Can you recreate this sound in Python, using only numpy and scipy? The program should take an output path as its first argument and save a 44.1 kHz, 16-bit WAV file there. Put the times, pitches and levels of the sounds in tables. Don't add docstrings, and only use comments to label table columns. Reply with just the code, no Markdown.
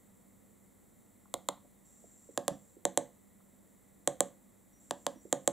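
import sys
import numpy as np
from scipy import signal
from scipy.fft import rfft, irfft, next_fast_len
from scipy.io import wavfile
from scipy.ndimage import uniform_filter1d, map_coordinates

SR = 44100
rng = np.random.default_rng(int(sys.argv[2]) if len(sys.argv) > 2 else 0)


def store_pcm(level_fs):
    pcm = np.round(np.clip(level_fs, -1, 1) * 32767).astype(np.int16)
    wavfile.write(sys.argv[1], SR, np.atleast_2d(pcm).T)


N = 243431
TIME = np.arange(N) / SR
FFT_SIZE = 2 ** 15
FREQ = np.fft.rfftfreq(FFT_SIZE, 1 / SR)

# press_s, release_s, button, force_db, cap_pitch_hz, brightness_db
PUSHES = [(1.3405, 1.4875, "back", -4, 965, -1), (2.3760, 2.4806, "arrow", -.5, 1000, 3),
          (2.8527, 2.975, "enter", 0, 775, -6.5), (4.0753, 4.2058, "enter", 0, 1060, -1.5),
          (4.9095, 5.0663, "arrow", -3, 878, -4.5), (5.3271, 5.4764, "enter", 0.8, 1080, -3)]
SNAP_TONES = {"back": [(300, -17.5), (1600, -31), (2100, -3), (2550, -23), (3300, 1.5), (4100, 0.5),
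              (4800, -14.5), (5700, -15), (7300, 2.5), (8000, -1), (9800, -7), (12500, -11), (16000, -17)],
              "arrow": [(300, -39), (1000, -2), (2000, -0.5), (2600, -11), (3450, 0.5), (4300, -4.5),
              (5450, -10), (6200, -2), (7600, -0.5), (8700, -11), (9800, -5.5), (13000, -16.5),
              (16000, -29)], "enter": [(300, -38.5), (1100, 2), (1950, 2), (2250, -4.5), (2700, -13),
              (3200, 0.5), (4100, -0.5), (5200, -20), (6000, 1.5), (7300, 10), (8300, 6.5), (9100, -3.5),
              (10400, -2.5), (16000, -19.5)]}
BUTTON_TRAITS = {"back": (-2, -2.3, -30, 1680), "arrow": (-2, -1.7, -0.5, 2116),
                 "enter": (0.6, -0.2, -19, 1341)}
RELEASE_CHANGES = {"back": (3, 7.5, 0, -4.5), "arrow": (2.5, 1, -7, 2.5), "enter": (.7, 2.1, .5, 3.5)}
# pitch_hz, width_hz, level_db
DOME_NOTES = [(7290, 200, -1)]
CASE_NOTES = [(440, 40, 5), (503, 36, 19), (530, 12, 15), (563, 26, 23), (654, 36, 14), (706, 36, 16),
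              (759, 14, 10), (845, 20, 11), (903, 18, 6), (1070, 36, 8)]
DESK_NOTES = [(143, 14, 10), (188, 12, 11), (229, 10, 7), (262, 16, 10), (290, 30, 13), (333, 32, 13)]
CASE_LOW_HZ = {"back": 680, "arrow": 572, "enter": 370}
# start_s, level_db, pitch_hz
TOUCHES = [(1.255, -56, 980), (1.646, -55.5, 500), (2.040, -51, 496), (2.289, -44.5, 434),
           (2.513, -40, 206), (2.767, -51, 380), (3.403, -59, 960), (5.156, -48, 234), (5.252, -44.5, 398)]
# delay_s, gain
ECHOES = [(.0053, 0.036), (0.0134, 0.014), (0.0171, 0.0081), (.0205, .02)]
# pitch_hz, fade_s
TAIL_TIMES = [(150, 0.26), (500, 0.25), (2000, 0.28), (7000, 0.27), (14000, 0.2)]
# pitch_hz, level_db
TAIL_LEVELS = [(150, 0), (300, -9.5), (550, -11), (850, -12.5), (1200, -13), (2000, -13.5), (4000, -17),
               (7500, -19.5), (14000, -22.5)]
# pitch_hz, left_minus_right_db
LEFT_LOUDER = [(60, 8), (170, -5.5), (310, -6), (500, -5.5), (700, -2.5), (1300, 0.2), (6000, 0),
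               (8000, -0.8), (9000, -5.5), (10800, -7.5), (13000, 2), (15000, 0)]
# pitch_hz, lead_radians
LEFT_LEAD = [(150, 0.43), (500, 0.44), (900, 0.6), (1800, 0.18), (5000, -0.078), (9800, 0.21), (11500, 1.7),
             (15000, 1.4)]
# start_s, end_s, level_db
BUSY_SPELLS = [(1.85, 2.42, -64.5), (2.42, 2.76, -68.8), (4.8, 5.14, -65.5), (5.21, 5.52, -67.5)]
WHINE_STARTS = [2.5, 4.73, 5.155]
# pitch_hz, relative_level_db
SIZZLE_TONE = [(5400, -32), (5800, -13.5), (6250, -24), (7000, -9), (7500, 0.5), (7900, -8), (8300, -12),
               (9000, -19), (10500, -42)]
RUMBLE_TONE = [(15, -41), (28, -16.5), (60, -9), (120, -9), (160, -9.5), (195, -1.5), (290, -7),
               (390, -13.5), (520, -12), (700, -17.5), (1350, -25.5), (1550, -30), (2020, -23.5),
               (2500, -42), (5000, -86)]
HISS_TONE = [(1500, -50), (2000, -6), (2800, -13), (3800, -8), (5000, -18), (6300, -11), (7500, 2),
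             (8500, -4), (11000, -3.5), (15600, -3.5), (16100, -72)]
# pitch_hz, level_db
HUM_NOTES = [(50, -84.5), (100, -79.5), (196, -72.5)]
# pitch_hz, likeness
STEREO_LIKENESS = [(60, .1), (290, 0.067), (640, 0.04), (1410, 0.72), (3100, 0.96), (6820, 1), (15000, 0.1)]


def buttons(knock_delay_s=0.00052, desk_delay_s=0.0028, rebound_s=0.000529, rebound_gain=0.81,
            treble_hz=9000, cap_boost_db=8):
    out = np.zeros(N)
    desk = ringing(DESK_NOTES) * passband(155, 480)
    cases = {name: ringing(CASE_NOTES) * passband(low_hz, 937) for name, low_hz in CASE_LOW_HZ.items()}
    clack = resonance(hz=1600, width_hz=520) ** 2
    buckle = 1 - 2 * resonance(hz=9500, width_hz=4000)
    treble = FREQ ** 4 / (FREQ ** 4 + treble_hz ** 4)
    for (start_s, direction, button, snap_db, knock_db, thump_db,
         cap_db, cap_hz, clack_db, damped_hz, bright_db) in strokes():
        tone = causal(along(SNAP_TONES[button], FREQ) + bright_db * treble)
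        snap = amp(snap_db) * buckle * (tone + ringing(DOME_NOTES))
        snap *= 1 + rebound_gain * treble * delay(rebound_s * (.5 + rng.random()))
        cap = amp(cap_db + cap_boost_db) * resonance(cap_hz, width_hz=380) ** 2
        finger = 1 - resonance(damped_hz, width_hz=225)
        thump = amp(thump_db) * desk * delay(desk_delay_s)
        body = amp(knock_db) * cases[button] - thump + cap + amp(clack_db) * clack
        click = irfft(finger * (snap + body * delay(knock_delay_s)))[:FFT_SIZE // 2]
        add(out, start_s, room(direction * click))
    return out


def strokes(release_knock_db=1.5):
    for press_s, release_s, button, force_db, cap_hz, bright_db in PUSHES:
        snap_db, cap_db, clack_db, damped_hz = BUTTON_TRAITS[button]
        more_snap_db, more_cap_db, more_clack_db, more_bright_db = RELEASE_CHANGES[button]
        thump_db = -1.5 + 1.9 * force_db
        clack_db += force_db
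        yield (press_s, 1, button, snap_db, force_db, thump_db,
               cap_db, cap_hz, clack_db, damped_hz, bright_db)
        yield (release_s, -1, button, snap_db + more_snap_db, force_db + release_knock_db, thump_db,
               cap_db + more_cap_db, cap_hz, clack_db + more_clack_db, damped_hz,
               bright_db + more_bright_db)


def touches(rise_s=0.001, fade_s=0.06, typical_hz=450, spread=.3):
    out = np.zeros(N)
    t = TIME[:SR // 4]
    for start_s, level_db, hz in TOUCHES:
        pitches = hz * np.exp(spread * np.linspace(-1, 1, num=5) + 0.076 * rng.standard_normal(5))
        tones = np.sin(2 * np.pi * (pitches[:, None] * t + rng.random((5, 1))))
        age = t * (hz / typical_hz) ** .7
        loudness = amp(level_db - 60 * age / fade_s) * (1 - np.exp(-age / rise_s)) ** 2
        add(out, start_s, room(unit(tones.sum(axis=0)) * loudness))
    return out


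def room(dry, build_s=0.00075):
    hz, t, tail_noise = signal.stft(rng.standard_normal(SR // 2), SR, nperseg=256)
    fade = amp(-60 * t / along(TAIL_TIMES, hz)[:, None]) * (1 - np.exp(-t / build_s))
    energy = np.mean(fade ** 2, axis=1, keepdims=True) * SR / 2
    fade *= amp(along(TAIL_LEVELS, hz))[:, None] / np.sqrt(energy)
    response = signal.istft(tail_noise * fade, SR, nperseg=256)[1]
    response[0] = 1
    for delay_s, gain in ECHOES:
        response[round(delay_s * SR)] += gain
    return signal.fftconvolve(dry, response)


def sizzle(busy_hz=153.0, idle_hz=50.2, idle_db=-78):
    busy = amp(-5) * buzz(busy_hz) + amp(-3) * noise(SIZZLE_TONE)
    return switched(BUSY_SPELLS) * busy + amp(idle_db) * buzz(idle_hz)


def buzz(hz):
    pattern = rng.standard_normal(SR // 10)[:round(SR / hz)]
    return unit(filtered(np.resize(pattern, N), lambda f: amp(along(SIZZLE_TONE, f))))


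def coil_whine(pitch_hz=5800, length_s=0.063, level_db=-75):
    spells = [(start_s, start_s + length_s, level_db) for start_s in WHINE_STARTS]
    return switched(spells) * unit(np.sin(2 * np.pi * pitch_hz * TIME))


def mains_hum(waver_db=2):
    hum = np.zeros(N)
    for hz, level_db in HUM_NOTES:
        loudness = amp(level_db + waver_db * wobble(4.1))
        drift = 0.68 * hz / 100 * wobble(2.386)
        hum += loudness * unit(np.sin(2 * np.pi * hz * TIME + drift))
    return hum


def background(rumble_db=-64.5, hiss_db=-71):
    low_sounds = mains_hum() + amp(rumble_db) * noise(RUMBLE_TONE)
    return low_sounds * amp([[-.8], [.8]]) + amp(hiss_db) * noise(HISS_TONE)


def noise(tone):
    def shape(hz):
        angle = np.arccos(np.clip(along(STEREO_LIKENESS, hz), -1, 1)) / 2
        return amp(along(tone, hz)) * [np.cos(angle), np.sin(angle)]
    shared, opposite = filtered(rng.standard_normal((2, N)), shape)
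    return unit(np.array([shared + opposite, shared - opposite]))


def resonance(hz, width_hz):
    return 1j * FREQ * width_hz / (hz ** 2 - FREQ ** 2 + 1j * FREQ * width_hz)


def ringing(notes):
    return sum(amp(db) * resonance(hz, width_hz) for hz, width_hz, db in notes)


def passband(low_hz, high_hz):
    return causal(-10 * np.log10((1 + (low_hz / (FREQ + 1)) ** 6) * (1 + (FREQ / high_hz) ** 6)))


def causal(db):
    cepstrum = irfft(np.log(amp(db)))
    cepstrum[1:FFT_SIZE // 2] *= 2
    cepstrum[FFT_SIZE // 2 + 1:] = 0
    return np.exp(rfft(cepstrum))


def delay(seconds):
    return np.exp(-2j * np.pi * FREQ * seconds)


def filtered(x, response):
    size = next_fast_len(x.shape[-1] + SR // 2)
    return irfft(rfft(x, size) * response(np.fft.rfftfreq(size, 1 / SR)), size)[..., :x.shape[-1]]


def switched(spells):
    steps = sum(amp(db) * ((TIME > start_s) & (TIME < end_s)) for start_s, end_s, db in spells)
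    return uniform_filter1d(steps, size=300)


def wobble(rate_hz):
    return map_coordinates(rng.standard_normal(int(N * rate_hz / SR) + 4), [TIME * rate_hz])


def along(points, hz):
    pitches, values = np.transpose(points)
    return np.interp(np.log(hz + 1), np.log(pitches), values)


def add(track, start_s, sound):
    start = round(start_s * SR)
    track[start:start + len(sound)] += sound[:N - start]


def amp(db):
    return 10 ** (np.asarray(db) / 20)


def unit(x):
    return x / np.sqrt(np.mean(x ** 2) + 1e-20)


def scene():
    sides = np.array([[.5], [-.5]])
    stereo = lambda hz: amp(sides * along(LEFT_LOUDER, hz)) * np.exp(1j * sides * along(LEFT_LEAD, hz))
    return filtered(buttons() + touches(), stereo) + background() + sizzle() + coil_whine()


def record(dry, top_hz=16300):
    return filtered(dry, lambda hz: np.clip((top_hz - hz) / 600 + .5, 0, 1))


dry = scene()
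out = record(dry)
store_pcm(out)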